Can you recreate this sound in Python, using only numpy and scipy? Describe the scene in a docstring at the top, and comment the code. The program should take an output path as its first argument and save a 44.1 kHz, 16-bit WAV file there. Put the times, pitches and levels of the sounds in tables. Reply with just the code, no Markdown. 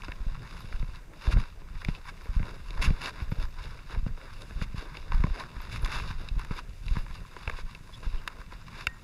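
"""A walker on a plank walkway, small camera strapped to the chest; air hiss and thin whine throughout.
From the start: jolts as damped swings, strap sway, cloth rustle and stirs, tackle ticks as slips and
bursts of noise through housing cavities; from 0.6 s loose metal tinkles as decaying sines. From 1.3 s
sleeve scrapes; at 3.3 s an insect buzz of throbbing noise bands; near 8 s reel squeaks of resonant noise,
then two reel snaps of decaying sines; from 8.6 s a far bird in short whistles."""
import sys
import numpy as np
from scipy import signal
from scipy.fft import rfft, irfft
from scipy.io import wavfile
from scipy.ndimage import uniform_filter1d

SR = 44100
rng = np.random.default_rng(int(sys.argv[2]) if len(sys.argv) > 2 else 0)


def master_out(mix):
    """Clip the mix to full scale and print it as 16-bit PCM to the path in sys.argv[1]."""
    frames = np.transpose(np.atleast_2d(mix))
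    ceiling = np.clip(frames, -1, 1)
    pcm = np.round(ceiling * 32767).astype(np.int16)
    wavfile.write(sys.argv[1], SR, pcm)


N = 398223


def undb(db):
    """dB to gain."""
    return 10 ** (np.asarray(db) / 20)


def level(x, db):
    """Scale to an rms level."""
    return x * undb(db) / np.sqrt(np.mean(x ** 2))


def curve(table):
    """Each column as a straight-line curve over time."""
    s, *columns = np.transpose(table)
    return [np.interp(np.arange(N) / SR, s, c) for c in columns]


def band(x, lo_hz, hi_hz, order=2):
    """Band-pass."""
    sos = signal.butter(order, [lo_hz, min(hi_hz, .45 * SR)], "bandpass", fs=SR, output="sos")
    return signal.sosfilt(sos, x)


def ring(x, hz, width_hz):
    """One resonance."""
    return signal.lfilter(*signal.iirpeak(hz, hz / width_hz, fs=SR), x)


def add(out, s, sound):
    """Mix a sound in at time s."""
    i = int(s * SR)
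    out[i:i + len(sound)] += sound[:N - i]


def walk(rate_hz):
    """Random levels held 1 / rate_hz and slewed twice; spread near 1."""
    k = int(SR / rate_hz)
    steps = np.repeat(rng.standard_normal(N // k + 1), k)
    return 4 / 3 * uniform_filter1d(uniform_filter1d(steps, k), k)[:N]


def grains(per_s, spread_db):
    """Slips at random moments, mostly small, a few large."""
    when, sign, size = rng.random((3, N))
    slips = (when < per_s / SR) * np.sign(sign - .5)
    return slips * undb(-spread_db * np.log(1 - size))


# housing cavities in front of the microphone: f/Hz, width/Hz, relative level/dB
CAVITIES = [(1000, 180, -1.5), (1576, 376, -2.5), (2240, 271, 0), (2696, 194, 0.5), (3700, 400, -5.5),
            (4610, 213, -8.5), (4923, 290, -9), (5534, 264, -11.5), (6150, 1550, -16), (7160, 1530, -16.5),
            (10180, 1130, -18.5), (13000, 510, -55)]
HOLE_HZ, HOLE_WIDTH_HZ = 3183, 320  # side cavity, swallows this band


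def housing(x):
    """Parallel cavity resonances; alternating signs keep the valleys between them open."""
    y = 0
    for k, (hz, width_hz, db) in enumerate(CAVITIES):
        y = y + (-1) ** k * undb(db) * ring(x, hz, width_hz)
    return y - 0.7 * ring(y, HOLE_HZ, HOLE_WIDTH_HZ)


# heel and toe jolts, gear knocks above 100 Hz: t/s, nominal level/dB, initial swing f/Hz
JOLTS = [(0.09, -29, 71), (0.205, -23.5, 44.3), (0.265, -18.5, 31), (0.267, -29, 140), (0.318, -25.5, 30.5),
         (0.645, -30.5, 130), (0.741, -18.5, 31.6), (0.801, -18.5, 31.3), (0.829, -25.5, 150),
         (1.276, -12, 54), (1.337, -18, 43.6), (1.3631, -10.5, 45.6), (1.375, -25, 95), (1.385, -19.5, 115),
         (1.4, -23, 26.2), (1.753, -27, 29), (1.886, -16, 166), (1.896, -24, 28), (2.291, -20, 46.4),
         (2.3648, -11.5, 40.6), (2.4014, -21, 146), (2.405, -22, 33), (2.428, -26.5, 150),
         (2.78, -24, 29.5), (2.793, -19.5, 49), (2.875, -10, 37.7), (2.89, -19.5, 70), (2.907, -16, 176),
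         (2.915, -20.5, 33.8), (3.22, -23, 71.6), (3.277, -30, 34.2), (3.321, -17.5, 153),
         (3.385, -18.5, 35.3), (3.437, -19.5, 32), (3.863, -36, 30), (3.939, -26, 40.7), (3.973, -16, 38.6),
         (4.029, -20, 36.7), (4.065, -19, 176), (4.105, -22.5, 30), (4.56, -23.5, 40.3), (4.612, -23, 38),
         (4.619, -21, 162), (4.676, -26, 29.5), (4.744, -24.5, 150), (4.779, -27, 50), (5.142, -11, 34.6),
         (5.178, -24, 28), (5.2, -12.5, 39), (5.242, -13.5, 162), (5.277, -24.5, 92.0), (5.306, -17.5, 37),
         (5.565, -28, 51.3), (5.794, -31, 35), (5.832, -16, 38.7), (6.105, -28, 131.6), (6.15, -23.5, 28.6),
         (6.314, -18.5, 39), (6.364, -16.5, 37.6), (6.373, -27, 120), (6.51, -21, 173),
         (6.709, -29.5, 44.3), (6.911, -15, 43), (6.969, -19.5, 164), (6.977, -20, 27.8),
         (7.475, -24, 78.5), (7.531, -26, 39), (7.634, -25, 28.8), (8.065, -18.5, 37), (8.137, -18.5, 27.6),
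         (8.393, -34.5, 45.7), (8.55, -32.5, 44.8), (8.873, -28.5, 82)]
# hollow plank ring after hard knocks: f/Hz, width/Hz, relative level/dB
PLANK_MODES = [(150, 9, -4), (447, 250, -13.5)]


def jolts():
    """One push and rebound each: a heavily damped swing that slows as flesh and strap give way."""
    thuds, knocks = np.zeros(N), np.zeros(N)
    for s, db, hz in JOLTS:
        turns = np.arange(int(2 * SR / hz)) * hz / SR
        swing = np.sin(2 * np.pi * turns * np.exp(-.15 * turns))
        swing = swing * np.exp(-.9 * turns) * (1 - np.exp(-25 * turns))
        add(thuds, s, undb(db) * swing * np.cos(np.pi * turns / 4) / swing.max())
        # quicker push: harder contact, more wood ring
        add(knocks, s, undb(db) * (hz / 150) ** 2.3 * np.hanning(int(0.0022 * SR)))
    soft = signal.sosfilt(signal.butter(2, 420, fs=SR, output="sos"), thuds)  # padding dulls the edge
    return soft + sum(undb(db) * ring(knocks, hz, width_hz) for hz, width_hz, db in PLANK_MODES)


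# strap shifting on the chest: t/s, deep sway level/dB, quick bump level/dB
STRAP = [(0, -42, -54), (.45, -47.5, -49), (.85, -35, -53), (1.12, -48, -60), (1.6, -41.5, -59.5),
         (1.86, -34, -56), (2.17, -46, -58), (2.7, -37, -54), (3.3, -40.5, -53), (5, -43, -55.5),
         (5.8, -34, -47), (6.1, -37, -47), (6.7, -42.5, -59), (6.95, -32.5, -55), (7.25, -41.5, -54),
         (8, -45.5, -54.5), (8.55, -42.5, -55), (8.73, -45, -49), (9.03, -44.5, -59.5)]
SHAKE_HALF_S, SHAKE_LEAD = 0.087, 0.98  # lead: share of the half length before the jolt
SHAKE_DEEP_DB, SHAKE_QUICK_DB = -25, -34.5  # re each jolt
RUB_REST_DB, RUB_RE_CLOTH_DB = -64, -13


def strap():
    """Many small random bumps: a deep sway, quicker bumps and a dull rub."""
    deep_db, quick_db = curve(STRAP)
    shake = np.zeros(N)
    for s, db, _ in JOLTS:
        start_s = max(s - SHAKE_LEAD * SHAKE_HALF_S, 0)
        add(shake, start_s, undb(db) * np.hanning(int(2 * SHAKE_HALF_S * SR)))
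    deep_gain = np.hypot(undb(deep_db), undb(SHAKE_DEEP_DB) * shake)
    quick_gain = np.hypot(undb(quick_db), undb(SHAKE_QUICK_DB) * shake)
    cloth_gain = uniform_filter1d(cloth()[0], size=SR // 10)
    rub_gain = np.hypot(undb(RUB_REST_DB), undb(RUB_RE_CLOTH_DB) * cloth_gain)

    deep = level(band(band(grains(200, 1.63), 15.3, 28.3, order=1), 8.4, 103), 0)
    quick = level(band(grains(400, 1.95), 86.7, 173.7), 0)
    rub = level(band(grains(1200, 2.15), 234, 636), 0)
    sway = deep_gain * undb(2.46 * walk(13)) * deep
    bumps = quick_gain * undb(4.15 * walk(30)) * quick
    return sway + bumps + rub_gain * undb(3.9 * walk(25)) * rub


# rustle bed, rising and falling with movement: t/s, nominal level/dB, treble re level/dB
RUSTLE = [(0, -54, -9), (.16, -55, -17), (.6, -49, -10.5), (1.04, -71, -10), (1.68, -59.5, -18),
          (2.12, -61.5, -11), (2.6, -53.5, -10), (2.92, -47, -14), (3.12, -60, -15), (4.1, -59, -20),
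          (4.42, -58.5, -0.5), (4.7, -59, -14), (5.3, -48, -17), (5.85, -63, -12), (6.35, -58, -18),
          (6.82, -60.5, -2.5), (7.21, -57, -7.5), (7.46, -47, -15), (7.64, -61, -7), (8, -57.5, -3),
          (8.5, -68, -19), (8.9, -57, -20), (9.03, -57.5, -6)]
# swishes, and brief cloth stirs set off by a tick:
# peak t/s, nominal level/dB, swell/s, fade/s (each spans STIR_SPAN_DB)
CLOTH_STIRS = [(.045, -44.5, 0.012, 0.042), (.73, -48, 0.072, 0.23), (.95, -47, 0.07, 0.066),
               (1.27, -39.5, 0.09, .05), (1.33, -37.5, 0.066, 0.015), (1.39, -43, 0.084, 0.14),
               (1.82, -48.5, 0.12, .05), (1.89, -40.5, 0.025, 0.036), (1.95, -48, 0.084, 0.087),
               (2.1, -43.5, 0.054, 0.012), (2.49, -46.5, 0.5, 0.1), (2.83, -38, 0.054, 0.045),
               (2.87, -33, 0.035, 0.015), (3.05, -36.5, 0.068, 0.044), (3.09, -33.5, 0.1, 0.015),
               (3.22, -43, 0.12, 0.059), (3.321, -43.5, 0.0081, 0.031), (3.429, -39, 0.067, 0.032),
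               (3.63, -44, 0.096, 0.22), (3.93, -42, 0.075, 0.073), (4.07, -51.5, 0.051, .05),
               (4.18, -50.5, 0.026, 0.9), (4.63, -39.5, 0.064, 0.027), (4.78, -40, 0.031, 0.1),
               (4.97, -47.5, 0.11, 0.096), (5.135, -45.5, 0.013, .08), (5.405, -35.5, 0.059, 0.044),
               (5.63, -45, 0.13, 0.069), (5.75, -44, 0.11, 0.12), (5.958, -31, 0.1, 0.095),
               (6.09, -38, 0.08, 0.054), (6.22, -47.5, .08, 0.22), (6.4, -43.5, 0.032, 0.069),
               (6.52, -47.5, 0.042, .07), (6.59, -38.5, 0.06, 0.021), (6.98, -42.5, 0.12, 0.06),
               (7.17, -46, 0.12, 0.036), (7.603, -41.5, 0.11, .02), (7.694, -47.5, 0.061, .07),
               (7.94, -58, 0.016, .09), (8.034, -44.5, 0.008, 0.3), (8.33, -49, 0.09, 0.019),
               (8.404, -46, .04, .05), (8.526, -48, 0.044, 0.084), (8.8, -48, 0.25, .1),
               (8.844, -44, 0.14, 0.017)]
STIR_SPAN_DB, STIR_TREBLE_DB = 15, -14.5


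def cloth():
    """Gains of the cloth's body and treble: rustle bed plus swishes and stirs, linear in dB up and down."""
    db, treble_db = curve(RUSTLE)
    t, power = np.arange(0, N, 32) / SR, 0
    for s, peak_db, swell_s, fade_s in CLOTH_STIRS:
        away = np.where(t < s, (s - t) / swell_s, (t - s) / fade_s)
        power = power + undb(peak_db - STIR_SPAN_DB * away) ** 2
    power = np.interp(np.arange(N) / SR, t, power)
    gain = np.sqrt(undb(db) ** 2 + power)
    treble_gain = np.sqrt(undb(db + treble_db) ** 2 + undb(STIR_TREBLE_DB) ** 2 * power)
    return gain, treble_gain


def jacket():
    """Dense nylon thread slips and sparse creases ring the housing; cloth sticks and slides in jerks."""
    gain, treble_gain = cloth()
    crease = signal.lfilter([1], [1, -.985], np.abs(grains(70, 1.6)))  # each snap decays over 1.5 ms
    threads = level(grains(6000, 1.57), 0) + 0.64 * rng.standard_normal(N)
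    body = housing((1 + 1.44 * crease) * threads)
    low = undb(1.9 * walk(50)) * level(band(body, 645, 1880), -2.0)
    sheen = level(band(body, 2480, 6200), -5.0)
    treble = level(band(body, 4160, 12200), -0.44)
    return undb(0.89 * walk(45)) * (gain * (low + sheen) + treble_gain * treble)


# sleeve scrapes: start t/s, end t/s, level before ramps/dB, centre f/Hz
SCRAPES = [(1.308, 1.34, -39, 3000), (2.062, 2.106, -53, 3500), (2.812, 2.873, -30.5, 3050),
           (3, 3.11, -45.5, 2440), (4.612, 4.648, -46.5, 3000), (5.704, 5.784, -43.5, 3500),
           (5.885, 6.03, -56, 2470), (6.559, 6.595, -45.5, 2500), (7.55, 7.622, -53, 3000),
           (8.72, 8.83, -51, 1980)]
# reel squeaks: start t/s, end t/s, f/Hz, level before window/dB
SQUEAKS = [(7.922, 7.969, 3450, -49), (7.926, 7.96, 5100, -57), (8.166, 8.215, 2950, -56)]


def scrapes():
    """A sleeve drags on the jacket: thread slips swell, then stop faster; reel squeaks ring one mode."""
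    out = np.zeros(N)
    threads = housing(level(grains(9000, 1.5), 0)) * undb(3.0 * walk(70))
    for start, end, db, hz in SCRAPES:
        part = band(threads[int(start * SR):int(end * SR)], hz / 2.2, hz * 3.7, order=1)
        u = np.linspace(0, 1, len(part))
        add(out, start, level(part, db) * np.minimum(u / .3, 1) * np.minimum((1 - u) / .12, 1))
    for start, end, hz, db in SQUEAKS:
        part = ring(rng.standard_normal(int((end - start) * SR)), hz, 120)
        add(out, start, level(part, db) * np.hanning(len(part)))
    return out


# buckles and tackle: t/s, peak level/dB, centre f/Hz, treble re level/dB, wooden body re level/dB
TICKS = [(0.02, -35, 2730, -14, -27), (0.035, -30.5, 980, -10, -18), (0.083, -30.5, 1060, -25, -4.5),
         (0.119, -27.5, 1960, -30.5, -17), (0.352, -35.5, 969, -37, -27), (0.726, -29.5, 1470, -14, -18),
         (0.826, -36.5, 1440, -22.5, -9.5), (0.958, -37, 3940, -27, -26), (1.269, -28.5, 1000, -27, -14),
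         (1.37, -28.5, 993, -27, -4), (1.618, -42, 900, -21, -4), (1.848, -25.5, 2320, -3.5, -20),
         (1.885, -28, 1670, -29, -4), (1.95, -32, 2660, -27.5, -27), (2.054, -38, 1020, -18, -16),
         (2.257, -38.5, 1510, -11, -3), (2.395, -34.5, 1470, -23, -6.5), (2.429, -31, 1000, -28, -25.5),
         (2.482, -33.5, 1060, -10, -6), (2.706, -31.5, 3990, -22, -10), (2.74, -37, 1080, -33, -10),
         (2.904, -32, 2180, -28, -3), (3.017, -34.5, 2600, 4, -23), (3.202, -33, 1410, -25, -17),
         (3.317, -30, 964, -26, -7), (3.79, -39, 1390, -30.5, -27), (3.897, -37, 1000, -33.5, -12),
         (4.063, -35.5, 980, -21.5, -4), (4.175, -36, 1000, -25, -9), (4.214, -37, 1440, -10, -18),
         (4.508, -36, 945, -17, -6), (4.615, -26.5, 1460, -27.5, -13), (4.951, -36, 2230, -24, -10),
         (4.97, -30.5, 3630, -29.5, -9.5), (5.12, -21, 1030, -31, -17.5), (5.205, -32, 703, -7, -15),
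         (5.238, -23, 1000, -28, -14), (5.267, -33, 1030, -30, -4), (5.299, -36, 982, -28, -19),
         (5.603, -34, 1130, -30, -14), (5.76, -28, 1450, -6, -22), (5.847, -27.5, 3540, -5, -22),
         (5.86, -23, 1060, -6.5, -25), (5.882, -32, 1450, -10, -6), (5.999, -26, 1100, -30.5, -24.5),
         (6.287, -29.5, 3700, -30, -30), (6.394, -31, 1020, -1, -15), (6.448, -31, 920, -4, -24),
         (6.509, -29.5, 1050, -29, -6), (6.882, -30, 2680, -12, -21), (6.967, -26.5, 1000, -44, -22),
         (7.064, -33.5, 930, -11, -21), (7.365, -29.5, 1000, -18, -9), (7.476, -21, 940, -18, -14.5),
         (7.497, -20, 1220, -14, -14.5), (7.513, -36, 2240, -30, -22), (7.587, -29, 1010, -20.5, -9),
         (7.749, -34, 2750, -8, -16), (7.892, -43, 1010, -22, -6), (8.028, -39, 877, -17, -1.5),
         (8.276, -21.5, 1540, -4, -30), (8.522, -35.5, 985, -28.5, -6), (8.869, -14, 1580, -6.5, -29)]
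TICK_FADE_S, WOOD_FADE_S = 0.0024, 0.0069
# faint ticks at random moments
FAINT_PER_S, FAINT_DB, FAINT_SPREAD_DB, FAINT_TREBLE_DB, FAINT_WOOD_DB = 2, -40.5, 4.5, -18, -19


def ticks():
    """A few ms of crackle around each tick's pitch, with a bright edge and a short hollow body."""
    out, t = np.zeros(N), np.arange(int(.04 * SR)) / SR
    events = list(TICKS)
    for when, loud, pitch in rng.random((int(FAINT_PER_S * N / SR), 3)):
        db = FAINT_DB + FAINT_SPREAD_DB * (2 * loud - 1)
        events.append((when * N / SR, db, 900 * 2.8 ** pitch ** 2, FAINT_TREBLE_DB, FAINT_WOOD_DB))
    for s, db, hz, treble_db, wood_db in events:
        crackle = rng.standard_normal(len(t))
        burst = (crackle + 7.9 * (t == 0)) * np.exp(-t / TICK_FADE_S)  # first contact is hardest
        pitched = housing(band(burst, hz / 1.04, hz * 1.85, order=1) + 2.2 * ring(burst, hz, hz / 5))
        edge = housing(band(burst, 1550, 20000))
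        wood = band(crackle * np.exp(-t / WOOD_FADE_S), 247, 616)
        for part, part_db in ((pitched, 0), (edge, treble_db), (wood, wood_db)):
            add(out, s, undb(db + part_db) * part / np.abs(part).max())
    return out


# small metal part swinging: t/s, upper ring nominal level/dB, lower ring nominal level/dB
TINKLES = [(0.5975, -64, -75), (1.2196, -64, -68), (1.3937, -72.5, -76), (2.0482, -63, -60),
           (2.2189, -62, -67), (3.2186, -60, -74), (3.3024, -59, -73), (5.6111, -62, -75),
           (5.818, -59, -52), (6.543, -60, -68), (6.982, -60.5, -64), (8.2312, -66, -77)]
# its rings, upper then lower: f/Hz, t60/s
TINKLE_MODES = [(12680, 0.125), (10500, 0.18)]
# reel's metal arm snaps open, then shut: t/s, level/dB, share of longest mode t60 left free
REEL_SNAPS = [(8.277, -8, 0.11), (8.8695, -0.5, 0.81)]
# reel arm: f/Hz, relative level/dB, free t60/s
REEL_MODES = [(1026, -34.5, .03), (1560, -39, .02), (1860, -41, 0.37), (2750, -20.5, 0.021),
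              (3700, -31, 0.021), (4860, -50, .013), (5430, -49, 0.017), (6850, -57, .015),
              (10000, -42, .012)]


def metal():
    """Thin decaying rings of small metal parts; the loose one wavers as it swings."""
    loose, reel, t = np.zeros(N), np.zeros(N), np.arange(int(.3 * SR)) / SR
    for s, *levels_db in TINKLES:
        for (hz, t60), db in zip(TINKLE_MODES, levels_db):
            fade = undb(db - 60 * t / t60) * (1 - np.exp(-t / 0.0042))
            add(loose, s, fade * np.sin(2 * np.pi * hz * t))
    longest_s = max(t60 for _, _, t60 in REEL_MODES)
    for s, snap_db, free in REEL_SNAPS:
        for hz, db, t60 in REEL_MODES:
            held_s = min(t60, free * longest_s)  # a finger on the arm stops the long ring
            add(reel, s, undb(snap_db + db - 60 * t / held_s) * np.sin(2 * np.pi * hz * t))
    return loose * undb(4.5 * walk(80)) + reel


# far bird: start t/s, end t/s, initial f/Hz, nominal level/dB
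CHIRPS = [(8.62, 8.65, 7300, -67), (8.885, 8.91, 7050, -74), (8.92, 8.965, 7080, -66),
          (8.97, 8.995, 7000, -66)]


def bird():
    """Short thin whistles that sag a little."""
    out = np.zeros(N)
    for start, end, hz, db in CHIRPS:
        t = np.arange(int((end - start) * SR)) / SR
        add(out, start, undb(db) * np.hanning(len(t)) * np.sin(2 * np.pi * hz * t * (1 - .1 * t)))
    return out * undb(2.7 * walk(120))


# open air over water, spectrum: f/Hz, relative level/dB per Hz
AIR_SPECTRUM = [(120, -38), (200, -31.5), (777, -18), (1000, 0), (2250, 0), (3190, -9), (4950, -13.5),
                (5840, -8.5), (14100, -19.5), (16000, -32)]
AIR_DB, MIC_HISS_DB = -64, -79.5
WHINE_HZ, WHINE_DB = 13930, -88
# one buzz: start t/s, end t/s, throbs per s, bands of (f/Hz, level before throb/dB)
INSECT = (3.3, 3.51, 55, [(6050, -76), (12050, -73)])


def narrow_noise(hz, db):
    """Noise 240 Hz wide at an rms level."""
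    return level(band(rng.standard_normal(N), hz - 120, hz + 120), db)


def air():
    """Shaped-noise hiss, a thin high whine and an insect buzz as throbbing narrow noise."""
    f = np.arange(N // 2 + 1) * SR / N + 1
    hz, db = np.transpose(AIR_SPECTRUM)
    shape = undb(np.interp(np.log(f), np.log(hz), db))
    hiss = level(irfft(rfft(rng.standard_normal(N)) * shape, N), AIR_DB) * undb(.8 * walk(3))
    mic = level(band(rng.standard_normal(N), 5000, 16000, order=1), MIC_HISS_DB)
    start, end, throbs_per_s, bands = INSECT
    t = np.arange(N) / SR
    throb = (t > start) * (t < end) * np.cos(np.pi * throbs_per_s * t) ** 2
    buzz = sum(narrow_noise(hz, db) for hz, db in bands)
    return hiss + mic + narrow_noise(WHINE_HZ, WHINE_DB) + throb * buzz


def scene():
    """Everything reaches one microphone."""
    return (jolts() + strap() + jacket() + scrapes() + ticks() + metal() + bird() + air())[None]


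DROOP_HZ, TOP_HZ = 15450, 16300


def record(dry):
    """The camera drops the deepest bass, droops at the very top and cuts above it."""
    dry = signal.sosfilt(signal.butter(1, 9, "highpass", fs=SR, output="sos"), dry)
    dry = signal.sosfilt(signal.ellip(5, .2, 22, DROOP_HZ, fs=SR, output="sos"), dry)
    return signal.sosfilt(signal.ellip(10, .2, 60, TOP_HZ, fs=SR, output="sos"), dry)


dry = scene()
out = record(dry)
master_out(out)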